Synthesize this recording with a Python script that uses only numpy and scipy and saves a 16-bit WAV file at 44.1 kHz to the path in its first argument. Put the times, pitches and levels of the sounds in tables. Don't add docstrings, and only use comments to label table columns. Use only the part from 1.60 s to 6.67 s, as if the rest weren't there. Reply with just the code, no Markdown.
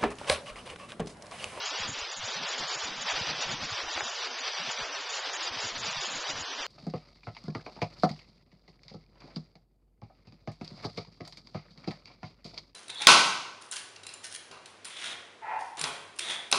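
import sys
import numpy as np
from scipy import signal
from scipy.fft import rfft, irfft, dct, next_fast_len
from scipy.io import wavfile
from scipy.ndimage import uniform_filter1d, map_coordinates

SR = 44100
rng = np.random.default_rng(int(sys.argv[2]) if len(sys.argv) > 2 else 0)


def pcm_store(signal):
    levels = np.round(np.clip(np.atleast_2d(signal), -1, 1) * 32767)
    wavfile.write(sys.argv[1], SR, levels.astype(np.int16).T)


def volts(x):
    e = np.asarray(x, float) / 20
    return 10 ** e


N = 223438

# time_s, hiss_db, extra_spray_db
GLIDE = [(0.0, -40.5, 0.6), (0.46, -44, 0.95), (0.92, -40, 0.6), (1.38, -44.5, -0.5), (1.84, -41.0, 0.4),
         (2.3, -39.5, 0), (2.76, -42.5, 1.13), (3.22, -41.5, -1.2), (3.68, -40, -0.7), (4.14, -41.5, 0.7),
         (4.6, -40.5, -0.36), (5.06, -42, -0.5)]
# time_s, half_length_s, swell_db
RIDGES = [(0.228, 0.036, 1.5), (0.391, 0.026, 1.2), (0.875, 0.011, 0.7), (1.027, 0.015, 2.5),
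          (1.117, 0.024, 3.5), (1.229, 0.039, 3.5), (1.505, 0.065, 6.5), (1.506, 0.009, 1.0),
          (1.603, 0.026, 2.5), (1.698, 0.019, 4), (1.823, 0.027, 4), (2.184, 0.0075, 3),
          (2.391, 0.074, 0.55), (2.643, 0.023, 2), (2.876, 0.021, 2.5), (3.004, 0.016, 4.5),
          (3.106, 0.01, 4), (3.229, 0.027, 2.5), (3.356, 0.011, 3), (3.68, 0.01, 1.7), (3.819, 0.01, 1.5),
          (3.874, 0.0096, 3), (4.044, 0.012, 1.5), (4.271, 0.047, 1.5), (4.438, 0.015, 2),
          (4.701, 0.015, 3.5), (4.924, 0.013, 3), (5.014, 0.02, 3)]
# time_s, half_length_s, sag_db
HOLLOWS = [(0.308, 0.015, 3.5), (0.582, 0.024, 3), (0.808, 0.014, 2.5), (0.968, 0.0053, 2),
           (1.367, 0.016, 1), (1.444, 0.0087, 7.5), (1.541, 0.0088, 3.5), (1.864, 0.013, 4),
           (1.98, 0.017, 7), (2.071, 0.011, 3), (2.258, 0.023, 4.0), (2.53, 0.058, 2), (2.709, 0.028, 2.5),
           (3.151, 0.02, 2), (3.273, 0.014, 2), (3.437, 0.028, 2.5), (3.617, 0.017, 3),
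           (3.717, 0.0073, 3.5), (3.783, 0.0067, 5.5), (3.908, 0.009, 3.7), (4.134, 0.011, 3.3),
           (4.192, 0.014, 4.5), (4.533, 0.041, 1.5), (4.62, 0.015, 2), (4.734, 0.012, 4), (4.856, 0.062, 2),
           (4.964, 0.0078, 3.5)]
# pitch_hz, level_db
SNOW_COLOUR = [(60, -44), (250, -12.5), (450, -4.5), (900, 0.5), (1500, -1), (1800, -2), (2300, -21)]
# pitch_hz, level_db
SPRAY_COLOUR = [(1400, -45), (1800, -4.5), (2200, -1), (3500, 0.5), (4100, -1.5), (5150, 1), (5500, -6),
                (5900, 1), (7500, -5)]
# time_s, peak_db, pitch_hz
CLACKS = [
    (2.3773, -14, 1500),
    (2.4073, -12, 1400),
    (2.203, -21, 1100),
    (3.0, -21, 1360),
    (4.703, -22, 900),
]
# time_s, half_length_s, flutter_db
GUSTS = [(0.008, 0.053, -62), (0.23, 0.027, -44.5), (0.299, 0.042, -48), (0.652, 0.026, -58),
         (0.785, 0.022, -58.5), (0.847, 0.11, -60.5), (1.007, 0.017, -48), (1.152, 0.038, -61.5),
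         (1.257, 0.035, -52), (1.395, 0.045, -50.5), (1.62, 0.012, -52.5), (1.621, 0.077, -56),
         (1.702, 0.021, -52), (1.898, 0.063, -49), (2.022, 0.04, -48.5), (2.133, 0.017, -49),
         (2.256, 0.031, -65), (2.596, 0.02, -59), (2.703, 0.036, -59.5), (3.075, 0.056, -53.5),
         (3.202, 0.018, -57), (3.807, 0.02, -56), (3.897, 0.016, -58), (4.007, 0.1, -62.5),
         (4.208, 0.047, -55), (4.356, 0.059, -51.5), (4.548, 0.027, -50.5), (4.784, 0.078, -51),
         (5.007, 0.037, -56.5)]
# pitch_hz, level_db
THUD_COLOUR = [(8, 2), (30, 0), (60, -4), (95, -6), (130, -22)]
# pitch_hz, level_db
FLUTTER_COLOUR = [(85, -30), (130, 1), (190, 0.5), (300, -3), (420, -18)]
# time_s, peak_db, pitch_hz
THUMPS = [(0.216, -44.5, 97), (0.293, -39, 108), (0.337, -48, 106), (0.429, -50, 78), (0.642, -43, 108.8),
          (0.833, -49, 101), (1.253, -48.5, 100), (1.422, -51, 86.6), (1.554, -48, 87.5),
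          (1.619, -40, 100.8), (1.698, -44, 93), (1.901, -49, 99), (1.931, -41, 128), (2.028, -44, 87.5),
          (2.128, -40, 110), (2.238, -49, 63), (2.366, -48.5, 79), (2.432, -50, 107), (2.598, -52.5, 89.5),
          (3.213, -49.5, 126), (3.914, -49, 85), (3.984, -52.5, 109), (4.06, -45, 109), (4.176, -47.5, 92),
          (4.246, -45, 106), (4.311, -51, 127), (4.571, -51.5, 130), (4.76, -47.5, 100), (4.819, -46, 95),
          (4.989, -51.5, 79.4)]
# start_s, length_s, blocks_on_in_every_three
TOP_SPELLS = [(.054, .048, 3), (.182, .032, 2), (.278, .064, 3), (.39, .016, 1), (.518, .064, 1),
              (.646, .096, 2), (.87, .064, 2), (.982, .016, 1), (1.078, .192, 2), (1.414, .016, 1),
              (1.494, .032, 2), (1.814, .016, 1), (1.91, .032, 2), (2.038, .016, 1), (2.102, .016, 1),
              (2.326, .016, 1), (2.39, .064, 1), (2.47, .08, 2), (2.79, .016, 1), (3.11, .016, 1),
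              (3.494, .112, 3), (3.734, .032, 2), (3.83, .032, 2), (4.006, .096, 3), (4.182, .016, 1),
              (4.246, .032, 2), (4.31, .016, 1), (4.406, .24, 2), (4.694, .032, 2), (4.79, .032, 2)]
DARK_FRAMES = [0.038, 0.806, 1.446, 1.734, 1.958, 1.99, 2.726, 2.758, 3.302, 3.782, 3.91, 4.87, 4.902]
# pitch_hz, step_db
STEP_SIZE = [(300, -.7), (1500, 0), (2300, .7), (3400, 3), (6000, 2.5), (7300, 2), (8000, 0)]
# low_hz, high_hz, chance, level_re_step_db
NOISE_BANDS = [(4000, 4400, .26, -14), (4400, 5300, .15, -12), (5300, 6400, .3, -15)]
# pitch_hz, gain_db
LEAK = [(7000, -1), (7600, -2), (8000, -3.5), (8700, -23.5), (9100, -43.5), (9400, -68), (9600, -120)]

CAMERA_SR, FRAME, LEAD = 16000, 512, 155


def skis():
    bumps = wobble(25)
    weight_db, dry_db = curves(GLIDE)
    ridge_db, hollow_db = humps(RIDGES), humps(HOLLOWS)
    hiss_db = weight_db + 1.1 * ridge_db - 0.8 * hollow_db + 0.3 * wobble(14)
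    spray_db = weight_db + dry_db + 8 + 1.1 * ridge_db - 1.4 * hollow_db + 0.2 * wobble(14)
    crushed = coloured(crystals(grit_db=1.0, patchy_db=1.02), SNOW_COLOUR)
    thrown = coloured(crystals(grit_db=1.5, patchy_db=1.57), SPRAY_COLOUR)
    return volts(hiss_db + 0.68 + 0.6 * bumps) * crushed + volts(spray_db + 0.7 * bumps) * thrown


def crystals(grit_db, patchy_db):
    z = signal.stft(rng.standard_normal(N + 512), nperseg=512)[2]
    patches = uniform_filter1d(rng.standard_normal(z.shape), size=5, axis=0)
    patches = unit(uniform_filter1d(patches, size=5, axis=1))
    noise = signal.istft(z * volts(patchy_db * patches), nperseg=512)[1][:N]
    return noise * volts(grit_db * wobble(400))


def clacks():
    out, t = np.zeros(N + SR), np.arange(600) / SR
    since_peak = t - 0.0004
    ring = 0.35 * np.sin(2 * np.pi * 850 * t) * volts(-60 * t / 0.02)
    for s, db, hz in CLACKS:
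        push = -np.cos(2 * np.pi * hz * since_peak) * np.exp(-(since_peak / 0.00025) ** 2)
        out[round(s * SR):][:len(t)] += volts(db) * (push + ring)
    return out[:N]


def wind():
    s, half, db = np.transpose(GUSTS)
    gusts = humps(np.c_[s, half, volts(db + 2.5)])
    slow = unit(volts(1.8 * wobble(21)) * coloured(rng.standard_normal(N), THUD_COLOUR))
    fast = unit(volts(3.5 * wobble(24)) * coloured(rng.standard_normal(N), FLUTTER_COLOUR))
    thud = (volts(-14) * gusts + volts(-59.5)) * slow
    flutter = (gusts + volts(-59)) * fast
    return thud + flutter + thumps()


def thumps():
    half = 2000
    out, t = np.zeros(N + SR), np.arange(-half, half) / SR
    for (s, db, hz), turn in zip(THUMPS, rng.random(len(THUMPS))):
        swing = np.cos(2 * np.pi * (hz * t + turn)) * np.exp(-0.5 * (t / 0.0072) ** 2)
        out[round(s * SR):][:len(t)] += volts(db) * swing
    return out[half:][:N]


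def unit(x):
    return x / np.sqrt(np.mean(x ** 2) + 1e-20)


def along(points, hz):
    f, v = np.transpose(points)
    return np.interp(np.log(hz + 1), np.log(f + 1), v)


def curves(rows):
    s, *cols = np.transpose(rows)
    return [np.interp(np.arange(N) / SR, s, c) for c in cols]


def wobble(rate):
    knots = rng.standard_normal(int(N * rate / SR) + 4)
    return map_coordinates(knots, [np.arange(N) * rate / SR])


def coloured(x, spectrum):
    m = next_fast_len(N + 8192)
    gain = volts(along(spectrum, np.fft.rfftfreq(m, 1 / SR)))
    return unit(irfft(rfft(x, m) * gain, m)[:N])


def humps(rows):
    t, out = np.arange(0, N, 32) / SR, 0
    for s, half, height in rows:
        out = out + height * np.exp(-0.5 * ((t - s) / half) ** 2)
    return np.interp(np.arange(N) / SR, t, out)


def scene():
    return np.tile(skis() + clacks() + wind(), (2, 1))


def fold(x, edges, way):
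    x, size = x.copy(), np.diff(edges)
    for edge, wide in zip(edges[1:-1], np.minimum(size[:-1], size[1:])):
        k = np.arange(wide // 2)
        turn = np.pi / 4 - np.pi * (k + 0.5) / (2 * wide)
        left, right = x[edge - 1 - k], x[edge + k]
        x[edge - 1 - k] = np.cos(turn) * left + way * np.sin(turn) * right
        x[edge + k] = np.cos(turn) * right - way * np.sin(turn) * left
    return x


def top_band(s, long, dark, die, odd):
    start, length, on = np.transpose(TOP_SPELLS)
    inside = (start < s) & (s < start + length)
    scatter_db = 2.86 * odd
    if np.any(inside & ((s - start) / 0.016 % 3 < on)):
        return volts(-33.5 + scatter_db)
    return volts(-45.5 + scatter_db) * ((long or die < 0.28) and not dark)


def pack(lines, s, long, dark, noise, dice, scatter):
    hz = (np.arange(len(lines)) + 0.5) * CAMERA_SR / 2 / len(lines)
    loud = np.sqrt(np.mean(lines[(hz > 500) & (hz < 4000)] ** 2) + 1e-12)
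    step = loud * volts(along(STEP_SIZE, hz) + 5.2 + scatter[3])
    out = np.round(lines / step) * step * (hz < 6000)
    for (lo, hi, chance, db), die, odd in zip(NOISE_BANDS, dice, scatter):
        band = (hz > lo) & (hz < hi)
        if long or die < chance:
            out[band] = (step * volts(db + 2 * long + 2.5 * odd) * noise)[band]
    top = (hz > 6400) & (hz < 7290)
    out[top] = top_band(s, long, dark, dice[3], scatter[4]) * noise[top]
    sunk_db = 10 * (dark or long) * (hz > 6300)
    return np.where(out == 0, step * volts(-28.5 - sunk_db) * noise, out)


def frame_of(times):
    return ((np.array(times) * CAMERA_SR + LEAD) // FRAME).astype(int)


def camera_blocks(x):
    frames = len(x) // FRAME + 2
    x = np.pad(x, (0, frames * FRAME - len(x)))
    dark = np.isin(np.arange(frames), frame_of(DARK_FRAMES))
    long = dark | np.isin(np.arange(frames), frame_of(HOLLOWS)[:, 0])
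    noise = rng.uniform(-1, 1, len(x)) * np.sqrt(3)
    dice = rng.random((len(x), 4))
    scatter = np.clip(rng.standard_normal((len(x), 5)), -1.5, 1.5)
    halves = (np.flatnonzero(~long) + 0.5) * FRAME
    edges = np.sort(np.r_[np.arange(frames + 1) * FRAME, halves]).astype(int)
    x = fold(x, edges, 0.96)
    for a, b in zip(edges[:-1], edges[1:]):
        frame = a // FRAME
        middle_s = (a + 0.25 * (b - a) + FRAME / 8 - LEAD) / CAMERA_SR
        block_dice = np.r_[dice[a, :3], dice[frame * FRAME, 3]]
        lines = dct(x[a:b][::-1], type=4, norm="ortho")
        lines = pack(lines, middle_s, long[frame], dark[frame], noise[a:b], block_dice, scatter[a])
        x[a:b] = dct(lines, type=4, norm="ortho")[::-1]
    return fold(x, edges, -1.016)[LEAD:]


def raise_rate(x):
    x = np.pad(x, (0, -len(x) % 160))
    low = rfft(x)
    both = np.r_[low, np.conj(low[-2:0:-1])]
    m = len(x) * 441 // 160
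    both *= volts(along(LEAK, np.arange(len(both)) * CAMERA_SR / len(x))) * m / len(x)
    return np.pad(irfft(both, m), (1, 0))[:N]


def band_limit(x):
    return signal.sosfilt(signal.butter(12, 9240, fs=SR, output="sos"), x)


def record(dry):
    low_rate = np.pad(signal.resample_poly(dry[0, 1:], 160, 441), (LEAD, 0))
    mono = raise_rate(camera_blocks(low_rate))
    return band_limit(np.tile(mono, (2, 1)))


dry = scene()
out = record(dry)
pcm_store(out)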